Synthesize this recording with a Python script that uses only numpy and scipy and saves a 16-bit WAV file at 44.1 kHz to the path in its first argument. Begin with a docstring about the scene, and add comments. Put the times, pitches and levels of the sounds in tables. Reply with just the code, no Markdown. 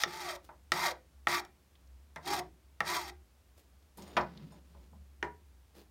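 """A hand file rasps over a wooden hammer handle in a vise: five strokes, each led in by a clack.
Its rows of teeth tear fibres and shake the wood. Then the file drops on the bench and rings,
and the steel head is dragged off the bench and tried on the handle with a hollow tock.
Small workshop with a low hum; one microphone close to the vise, mono."""
import sys
import numpy as np
from scipy import signal
from scipy.fft import rfft, irfft
from scipy.io import wavfile
from scipy.ndimage import uniform_filter1d

SR = 44100
rng = np.random.default_rng(int(sys.argv[2]) if len(sys.argv) > 2 else 0)


def inscribe(sig):
    """Save sig as 16-bit PCM at rate SR to the path in sys.argv[1].

    A 1-D sig is mono; a 2-D sig holds one channel per row.
    Samples are clipped to [-1, 1] before scaling.
    """
    pcm = np.round(np.clip(np.atleast_2d(sig).T, -1, 1) * 32767)
    wavfile.write(sys.argv[1], SR, pcm.astype(np.int16))


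N = 260190
BENDING_HZ, BENDING_WIDTH_HZ, BENDING_T60_S = 360.3, 52, 0.11  # the clamped handle flexing

# The hand's pushes, one or two to a stroke: start_s, attack_s, length_s, hardest_share, level_db,
# swell_db, ease_db, bite_db, chatter_db, bending_db, top_teeth_per_s, fastest_share, spurt_s
# (shares are of length_s)
PUSHES = [ (0.0, 0.01, 0.035, 1, -51, -3, 15, 4.5, 0, -19, 850, 0.56, 0.082),
          (0.088, 0.18, 0.275, 0.77, -50.5, 10.5, 9, 12.5, 8.5, 0, 885, 0.26, 0.155),
          (0.728, 0.0073, 0.19, 0.73, -42.5, 9.5, 11, 14, 9.5, -4.5, 1030, 0.4, 0.062),
          (1.282, 0.006, 0.12, 0.55, -44, 6, 8, 15.5, 5.5, -1, 984, 0.33, 0.12),
          (2.276, 0.11, 0.122, 0.48, -46, 4.5, 6.5, 9.5, 10.5, 5.5, 830, 0.36, 0.12),
          (2.876, 0.098, 0.19, 0.51, -45, 2, 16, 11.5, 7.5, -2, 1010, 0.33, 0.16),
          (3.08, 0.072, 0.02, 0.6, -59, -0.5, -2, 11.5, 2.5, 2.5, 800, 0.5, 0.1), ]
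def pushes(slow_teeth_per_s=490):
    """Pressure swells and eases as the hand spurts and slows; gives four gains and the tooth rate."""
    t = np.arange(N) / SR
    gains, teeth_per_s = np.zeros((4, N)), np.zeros(N)
    for (start_s, attack_s, length_s, hardest_share, level_db, swell_db, ease_db,
         bite_db, chatter_db, bending_db, top_teeth_per_s, fastest_share, spurt_s) in PUSHES:
        peak_s = start_s + hardest_share * length_s
        from_peak = np.interp(t, [start_s, peak_s, start_s + length_s], [1, 0, 1])
        pressure_db = -np.where(t < peak_s, swell_db, ease_db) * from_peak ** 0.61  # a sharp peak
        teeth_db = level_db + gate_db(start_s, length_s, attack_s, release_s=0.022)
        # the handle shakes on as the file lifts
        wood_db = level_db + gate_db(start_s, length_s + 0.0074, attack_s, release_s=0.077)
        gains += from_db([teeth_db + pressure_db,
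                          teeth_db + bite_db + 1.25 * pressure_db,
                          wood_db + chatter_db + pressure_db,
                          wood_db + bending_db + pressure_db])
        spurt = np.exp(-((t - start_s - fastest_share * length_s) / spurt_s) ** 2)
        speed = slow_teeth_per_s + (top_teeth_per_s - slow_teeth_per_s) * spurt
        teeth_per_s = np.maximum(teeth_per_s, speed)
    return gains, teeth_per_s


# Fibres tearing, heard close up: frequency_hz, density_db
TEARING_SPECTRUM = [(1470, -31.5), (2500, -1), (2960, -10), (3180, -1.5), (4130, 0.5), (4420, -6),
                    (5580, -5), (7030, -12), (8590, -11.5), (9500, -17), (10300, -18), (14300, -10.5),
                    (15800, -22)]
# Narrow peaks in the rasp: pitch_hz, width_hz, level_db
RASP_PEAKS = [(2650, 61, -2.5), (3246, 67, -3.5), (4300, 400, -11), (4740, 180, -1), (5470, 47, 3.5),
              (5860, 43, -3), (6490, 80, -2.5), (7230, 240, -10.5), (9420, 96, -4.5)]
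def rasp(tooth_phase):
    """Fibres snap as each row of teeth bites: the bright hiss of the file."""
    tearing = snags(per_s=7800, spread_db=6.5) * (1 + 0.5 * np.sin(tooth_phase))
    hiss = coloured(tearing, TEARING_SPECTRUM)
    peaks = from_db(-0.5) * through(snags(per_s=4500, spread_db=3.5), RASP_PEAKS)
    bright = cut(scattered(hiss + peaks, share_db=-5.5, t60_s=0.0295), 2300, "high", order=3)
    return bright / np.std(cut(bright, 6500, "high", order=6))  # the top treble sets the level


# Low resonances that the teeth set chattering: pitch_hz, width_hz, level_db
CHATTER_MODES = [(650, 100, 0), (722, 70, 2.5), (924, 65, 3)]
# The wood right under the teeth: pitch_hz, width_hz, level_db
BITE_MODES = [(1136, 31, 0.5), (1278, 180, -2.5), (1600, 120, -6), (1850, 63, 1.5), (2076, 210, -3),
              (2395, 60, -2), (2447, 72.6, -9.5)]
def filing():
    """Rows of teeth cross the wood at the hand's speed; they shake the handle and tear fibres."""
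    (rasp_gain, bite_gain, chatter_gain, bending_gain), teeth_per_s = pushes()
    tooth_phase = 2 * np.pi * np.cumsum(teeth_per_s * (1 + 0.017 * drift(rate_hz=110))) / SR
    catches = snags(per_s=3000, spread_db=2.5)
    # the handle takes up the beat of the teeth best around one pitch
    beat = from_db(6) * resonate(np.sin(tooth_phase), hz=760, width_hz=420)
    chatter = from_db(-1) * steady(through(catches, CHATTER_MODES) + beat)
    overtone = from_db(-9.5) * np.sin(2 * tooth_phase)
    bite = from_db(-3) * steady(through(catches, BITE_MODES) + overtone)
    sway = from_db(0.5) * steady(resonate_twice(catches, BENDING_HZ, BENDING_WIDTH_HZ))
    # the vise passes the force on to the bench
    shudder = from_db(-14) * steady(cut(resonate(catches, hz=150, width_hz=55), 280, "low"))
    wood = bite_gain * bite + chatter_gain * chatter + bending_gain * (sway + shudder)
    fibres = from_db(0.72) * rasp_gain * rasp(tooth_phase)
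    judder = from_db(1.1 * drift(rate_hz=34))  # the file grips and slips
    return judder * (fibres + wood)


# The crack of a hard contact: frequency_hz, density_db
CRACK_SPECTRUM = [(50, -37), (200, -18.5), (700, -15.5), (1400, -1), (3200, 2.5), (6000, 1), (8000, -15),
                  (15000, -17.5)]
# Vise and bench shaken by a blow: frequency_hz, density_db
SHAKE_SPECTRUM = [(50, -26.5), (160, 3), (280, -8.5), (600, 2.5), (950, 2.5), (1400, -3.5), (2000, 1.5),
                  (2700, -21), (6000, -25.5), (15000, -47)]
# The handle struck by the file: pitch_hz, level_db, t60_s
CLACK_MODES = [(500, -31.5, 0.1), (660, -20, 0.1), (852, -22.5, 0.12), (1158.6, -10, .025),
               (1326, -3.5, .022), (1852, -2, 0.0061), (1862, 1, 0.027), (2313, -14, .025),
               (3028, -8, 0.0084), (3530, -7.5, .013), (5600, -2.5, 0.013)]
# The file lands, or its teeth catch mid-stroke, at the vise: start_s, level_db, hardness_hz, grit_db,
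# bending_db, shake_db, thud_db
CLACKS = [(0.0358, -17.5, 7100, -8, -42, -19.5, -47), (0.062, -38, 1500, -30, -0.5, -13, -10),
          (0.7193, -15, 5200, -10, -24, -19.5, -31), (1.2707, -14, 2680, -19.5, -26.5, -17.5, -34.5),
          (1.45, -49, 7090, 1.5, -25.5, -9, -25.5), (2.1603, -34, 2610, -6.5, -38, -2.5, -26.5),
          (2.3925, -41.5, 9000, 10, 2.5, 0, -18), (2.805, -19.5, 2710, -16, -34, -13, -24)]
def clacks():
    """Steel lands or catches on the handle: a crack and ringing wood, duller for a softer contact."""
    out, t = np.zeros(N), np.arange(SR // 3) / SR
    for start_s, level_db, hardness_hz, grit_db, bending_db, shake_db, thud_db in CLACKS:
        crack = from_db(-11) * burst(CRACK_SPECTRUM, t, t60_s=0.038)
        wood = cut(struck(CLACK_MODES, t) + crack, hardness_hz, "low", order=3)
        dig = burst(CRACK_SPECTRUM, t, t60_s=0.005)  # the teeth dig in
        grit = from_db(grit_db + 7) * cut(dig, 6000, "high")
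        bend = from_db(bending_db) * decay(t, BENDING_T60_S) * np.sin(2 * np.pi * BENDING_HZ * t)
        shake = from_db(shake_db - 3) * burst(SHAKE_SPECTRUM, t, t60_s=0.12)
        bench = rms_one(resonate_twice(rng.standard_normal(len(t)), hz=165, width_hz=33))
        thud = from_db(thud_db) * decay(t, t60_s=0.25) * bench
        add(out, start_s, from_db(level_db) * (wood + grit + bend + shake + thud))
    return out


# The handle struck end on: pitch_hz, level_db, t60_s
END_GRAIN_MODES = [(343, -7, 0.13), (416.4, -3.5, 0.14), (796, -8, .09), (962, -4, 0.21),
                   (1205, -19, 0.051), (1440, -0.5, 0.026), (1825, 5, .04), (2004, -1.5, 0.032),
                   (2370, -7.5, 0.044)]
# The head is tried on the handle: start_s, level_db, hardness_hz
HEAD_TAPS = [(5.2273, -26.5, 3190), (5.2453, -43, 1990)]
def head_taps():
    """The steel head meets the end grain with a hollow tock and bounces once."""
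    out, t = np.zeros(N), np.arange(SR // 3) / SR
    for start_s, level_db, hardness_hz in HEAD_TAPS:
        ring = from_db(-4.5) * struck(END_GRAIN_MODES, t)
        crack = from_db(-2) * burst(CRACK_SPECTRUM, t, t60_s=0.013)
        shake = from_db(-11) * burst(SHAKE_SPECTRUM, t, t60_s=0.16)
        add(out, start_s, from_db(level_db) * (cut(ring + crack, hardness_hz, "low") + shake))
    return out


# The bench top: pitch_hz, level_db, t60_s
BENCH_MODES = [(187, -25.5, .35), (357, -24.5, .2), (532, -20.5, .13), (670, -14, 0.085), (850, -5, 0.1),
               (940, -8, .1), (1025, -9, 0.08), (1200, -8, 0.08), (1380, -12, 0.08), (1490, -9.5, 0.09),
               (1786, -8, 0.045), (2266, -14, 0.08), (2444, -9, 0.085), (4371, -18.5, 0.055)]
# The steel file: pitch_hz, level_db, t60_s
FILE_MODES = [(3620, -10, .25), (5200, -3, .14), (6880, -1, .18), (8700, -1, .14), (10750, -11, .11),
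              (12800, -8, .11), (14430, -10, .2)]
# Tools and hands on the bench, near the microphone: start_s, level_db, hardness_hz, file_db
BENCH_KNOCKS = [(0.49, -40, 1440, -97.5), (3.974, -63.5, 8960, -71.5), (3.981, -42.5, 925, -63.5),
                (4.023, -43, 600, -86), (4.077, -56.5, 893, -64), (4.151, -27.5, 340, -76.5),
                (4.1674, -21, 3560, -52), (4.1762, -18.5, 1700, -60), (4.201, -27, 1510, -84),
                (4.521, -46, 787, -66), (4.747, -48.5, 800, -89), (4.93, -47, 692, -86.5)]
def bench_knocks():
    """Blows on the bench ring its top and the file; loose things rattle briefly."""
    out, t = np.zeros(N), np.arange(SR // 2) / SR
    for start_s, level_db, hardness_hz, file_db in BENCH_KNOCKS:
        rattle = from_db(-3.5) * burst(CRACK_SPECTRUM, t, t60_s=0.055)
        shake = from_db(-10) * burst(SHAKE_SPECTRUM, t, t60_s=0.17)
        ring = from_db(-2.5) * struck(BENCH_MODES, t)
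        top = cut(ring + rattle + shake, hardness_hz, "low", order=3)
        add(out, start_s, from_db(level_db) * top + from_db(file_db) * struck(FILE_MODES, t))
    return out


# Tools in the hands and on the bench, faint even close by: start_s, level_db, pitch_hz, t60_s
TOOL_TICKS = [(0.634, -75.5, 8930, 0.041), (1.753, -63, 3480, 0.045), (1.873, -66, 5930, 0.024),
              (3.825, -68.5, 5100, 0.037), (3.973, -55, 12750, 0.1), (4.022, -54, 6500, 0.052),
              (4.209, -49.5, 4940, 0.065), (4.375, -49.5, 4180, 0.016), (4.748, -69, 3050, 0.038)]
def tool_ticks():
    """Small dry ticks as tools are gripped and shifted."""
    out, t = np.zeros(N), np.arange(SR // 5) / SR
    for start_s, level_db, pitch_hz, t60_s in TOOL_TICKS:
        band = resonate(rng.standard_normal(len(t)), pitch_hz, width_hz=pitch_hz / 2)
        tick = rms_one(cut(band, pitch_hz, "low", order=3))
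        add(out, start_s, from_db(level_db) * decay(t, t60_s) * tick)
    return out


# A tool rubbing on wood: frequency_hz, density_db
RUB_SPECTRUM = [(150, -7), (350, 8.5), (600, 0), (1100, -6.5), (2200, -11), (5000, -15), (9000, -42),
                (15000, -33)]
# The file grazes the handle and slides onto the bench; the head is dragged off it and rubbed
# on the handle: start_s, length_s, scrape_db, rumble_db, file_db, grit_db
TOOL_RUBS = [(0.442, 0.008, -66, -90, -95, -64), (3.576, 0.02, -68.5, -86, -95.5, -66),
             (3.979, 0.063, -58.5, -50.5, -67.5, -68), (4.069, 0.07, -59, -65, -74, -78),
             (4.169, 0.04, -54, -57, -87, -93), (4.232, 0.19, -62.5, -50, -104, -109),
             (4.428, 0.063, -68, -50, -88, -85), (4.507, 0.078, -67.5, -72, -98, -88),
             (4.65, 0.21, -73, -65, -86.5, -83), (4.919, 0.049, -84, -57.5, -88.5, -90),
             (5.754, 0.059, -62.5, -66, -98.5, -68)]
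def tool_rubs():
    """Tools rub over wood: each rub scrapes, and may set the bench rumbling and the file singing."""
    friction = snags(per_s=1600, spread_db=-4)
    scrape = from_db(2.5) * coloured(friction, RUB_SPECTRUM)
    bench = resonate(friction, hz=184, width_hz=31)
    rumble = from_db(-5) * steady(resonate(bench, hz=140, width_hz=190))
    # under steady rubbing the longest-ringing modes build up the most
    rubbed_modes = [(hz, np.log(1000) / (np.pi * t60_s), db + 20 * np.log10(t60_s))
                    for hz, db, t60_s in FILE_MODES]
    grit = cut(friction, 1900, "high")
    layers = np.array([scrape, rumble, through(friction, rubbed_modes), grit])
    out = np.zeros(N)
    for start_s, length_s, *levels_db in TOOL_RUBS:
        contact = from_db(gate_db(start_s, length_s, attack_s=0.04, release_s=0.13))
        out += contact * (from_db(levels_db) @ layers)
    return out


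# The small workshop's reverberation, heard at the bench: frequency_hz, t60_s, level_db
WORKSHOP_REVERB = [(143.3, 0.57, -1.5), (390, 0.33, -5), (900, 0.14, -5.5), (1960, .26, -15),
                   (5000, .24, -22), (14000, 0.15, -30)]
def workshop(x):
    """Quick reflections off the bench, then a diffuse tail that dies sooner in the treble."""
    t = np.arange(SR * 3 // 5) / SR
    hz = np.fft.rfftfreq(len(t), 1 / SR)
    white, tail = rfft(rng.standard_normal(len(t))), 0
    build_up = np.clip(t / 0.02, 0, 1) ** 2
    edges_hz = np.geomspace(80, 18000, 15)
    for low, high in zip(edges_hz, edges_hz[1:]):
        centre_hz = np.sqrt(low * high)
        band = irfft(white * ((hz >= low) & (hz < high)), len(t))
        envelope = build_up * decay(t, at_hz(WORKSHOP_REVERB, centre_hz))
        gain = from_db(at_hz(WORKSHOP_REVERB, centre_hz, column=2))
        tail += gain * band * envelope / np.linalg.norm(envelope)
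    return scattered(x, share_db=-12, t60_s=0.06) + signal.fftconvolve(x, tail)[:N]


# The hum at the microphone: time_s, level_db
HUM_LEVELS = [(0.0, -71), (0.06, -66.5), (1.12, -62), (1.15, -55), (1.64, -71.5), (1.94, -55.5),
              (2.61, -67.5), (2.82, -57), (2.91, -63.5), (3.19, -55), (3.29, -67.5), (4.14, -60),
              (4.21, -49), (4.42, -63), (4.91, -56), (5.9, -65)]
def hum(pitch_hz=67, wander_hz=3.9, waver_db=2):
    """A low hum that wavers in level and pitch."""
    level_db = np.interp(np.arange(N) / SR, *np.transpose(HUM_LEVELS)) + waver_db * drift(rate_hz=7)
    phase = 2 * np.pi * np.cumsum(pitch_hz + wander_hz * drift(rate_hz=7)) / SR
    return from_db(level_db) * rms_one(np.sin(phase))


# Room tone of the workshop: frequency_hz, density_db
AIR_SPECTRUM = [(15, -74), (25, -40), (47, -12.5), (70, -17.5), (82, -8.5), (99, -24), (126, -26.5),
                (205, -29.5), (342, -34), (437, -37), (1040, -41), (1780, -44.5), (15800, -53.5)]
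def room_tone():
    """Still air: a faint steady noise, mostly bass."""
    air = coloured(rng.standard_normal(N), AIR_SPECTRUM)
    air /= np.std(cut(air, 77, "high", order=8))  # the deepest bass does not count toward the level
    return from_db(-65.5) * cut(air, 140, "high", order=1)


def from_db(db):
    """Decibels to gain."""
    return 10 ** (np.asarray(db) / 20)


def rms_one(x):
    """Scale to unit rms."""
    return x / np.sqrt(np.mean(x ** 2) + 1e-20)


def steady(x):
    """Even out the level over a few hundredths of a second, so that the hand alone sets it."""
    return x / np.sqrt(uniform_filter1d(x ** 2, size=SR // 40) + 1e-9)


def decay(t, t60_s):
    """Fall by 60 dB every t60_s."""
    return from_db(-60 * t / t60_s)


def gate_db(start_s, length_s, attack_s, release_s):
    """Attack from -60 dB up to the start, hold at 0 dB, release."""
    t = np.arange(N) / SR - start_s
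    return -60 * (np.maximum(-t, 0) / attack_s + np.maximum(t - length_s, 0) / release_s)


def at_hz(points, hz, column=1):
    """Read a column of a table on a log-frequency axis."""
    table = np.array(points)
    return np.interp(np.log(np.maximum(hz, 1)), np.log(table[:, 0]), table[:, column])


def coloured(x, spectrum):
    """Give a steady sound a spectrum; rms 1."""
    gain = from_db(at_hz(spectrum, np.fft.rfftfreq(len(x), 1 / SR)))
    return rms_one(irfft(rfft(x) * gain, len(x)))


def cut(x, hz, kind, order=2):
    """Butterworth low- or high-pass."""
    return signal.sosfilt(signal.butter(order, hz, kind, fs=SR, output="sos"), x + 1e-18)


def resonate(x, hz, width_hz):
    """One resonance with gain 1 on top."""
    radius = np.exp(-np.pi * width_hz / SR)
    poles = [1, -2 * radius * np.cos(2 * np.pi * hz / SR), radius ** 2]
    return signal.lfilter(np.array([1, 0, -1]) * (1 - radius ** 2) / 2, poles, x)


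def resonate_twice(x, hz, width_hz):
    """The same resonance twice in series, for steeper sides."""
    return resonate(resonate(x, hz, width_hz), hz, width_hz)


def through(x, resonances):
    """Resonances in parallel, signs alternating; rms 1."""
    return rms_one(sum((-1) ** k * from_db(db) * resonate(x, hz, width_hz)
                       for k, (hz, width_hz, db) in enumerate(resonances)))


def struck(modes, t):
    """Decaying sines of alternating sign; each blow excites them a little differently."""
    hz, db, t60_s = np.transpose(modes)[:, :, None]
    sign = (-1) ** np.arange(len(modes))[:, None]
    strength = sign * from_db(db + rng.standard_normal(db.shape))
    return np.sum(strength * decay(t, t60_s) * np.sin(2 * np.pi * hz * t), axis=0)


def burst(spectrum, t, t60_s):
    """Coloured noise that starts at rms 1 and dies away."""
    return coloured(rng.standard_normal(len(t)), spectrum) * decay(t, t60_s)


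def snags(per_s, spread_db):
    """Fibres catch and snap: dense clicks of uneven size."""
    sizes = from_db(spread_db * np.minimum(rng.exponential(1, N), 4)) * rng.choice([-1, 1], N)
    return rms_one(sizes * (rng.random(N) < per_s / SR))


def drift(rate_hz):
    """Slow random wavering of spread 1."""
    hz = np.fft.rfftfreq(N, 1 / SR)
    return rms_one(irfft(rfft(rng.standard_normal(N)) / (1 + (hz / rate_hz) ** 4), N))


def scattered(x, share_db, t60_s):
    """Dense quick reflections, which ripple the spectrum."""
    t = np.arange(SR // 10) / SR
    echoes = rng.standard_normal(len(t)) * decay(t, t60_s) * (t > 0.002)
    return x + from_db(share_db) * signal.fftconvolve(x, echoes / np.linalg.norm(echoes))[:N]


def add(out, start_s, sound):
    """Mix a sound in at a time."""
    start = round(start_s * SR)
    out[start:start + len(sound)] += sound[:N - start]


def scene():
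    """The bench work and the room at one close microphone, alike in both channels."""
    bench_work = filing() + clacks() + head_taps() + bench_knocks() + tool_ticks() + tool_rubs()
    mono = workshop(bench_work) + hum() + room_tone()
    return np.array([mono, mono])


def record(dry):
    """The microphone's signal is cut steeply at the top of the treble."""
    cutoff_hz = 15900
    return signal.sosfilt(signal.ellip(10, 0.2, 80, cutoff_hz, fs=SR, output="sos"), dry)


dry = scene()
out = record(dry)
inscribe(out)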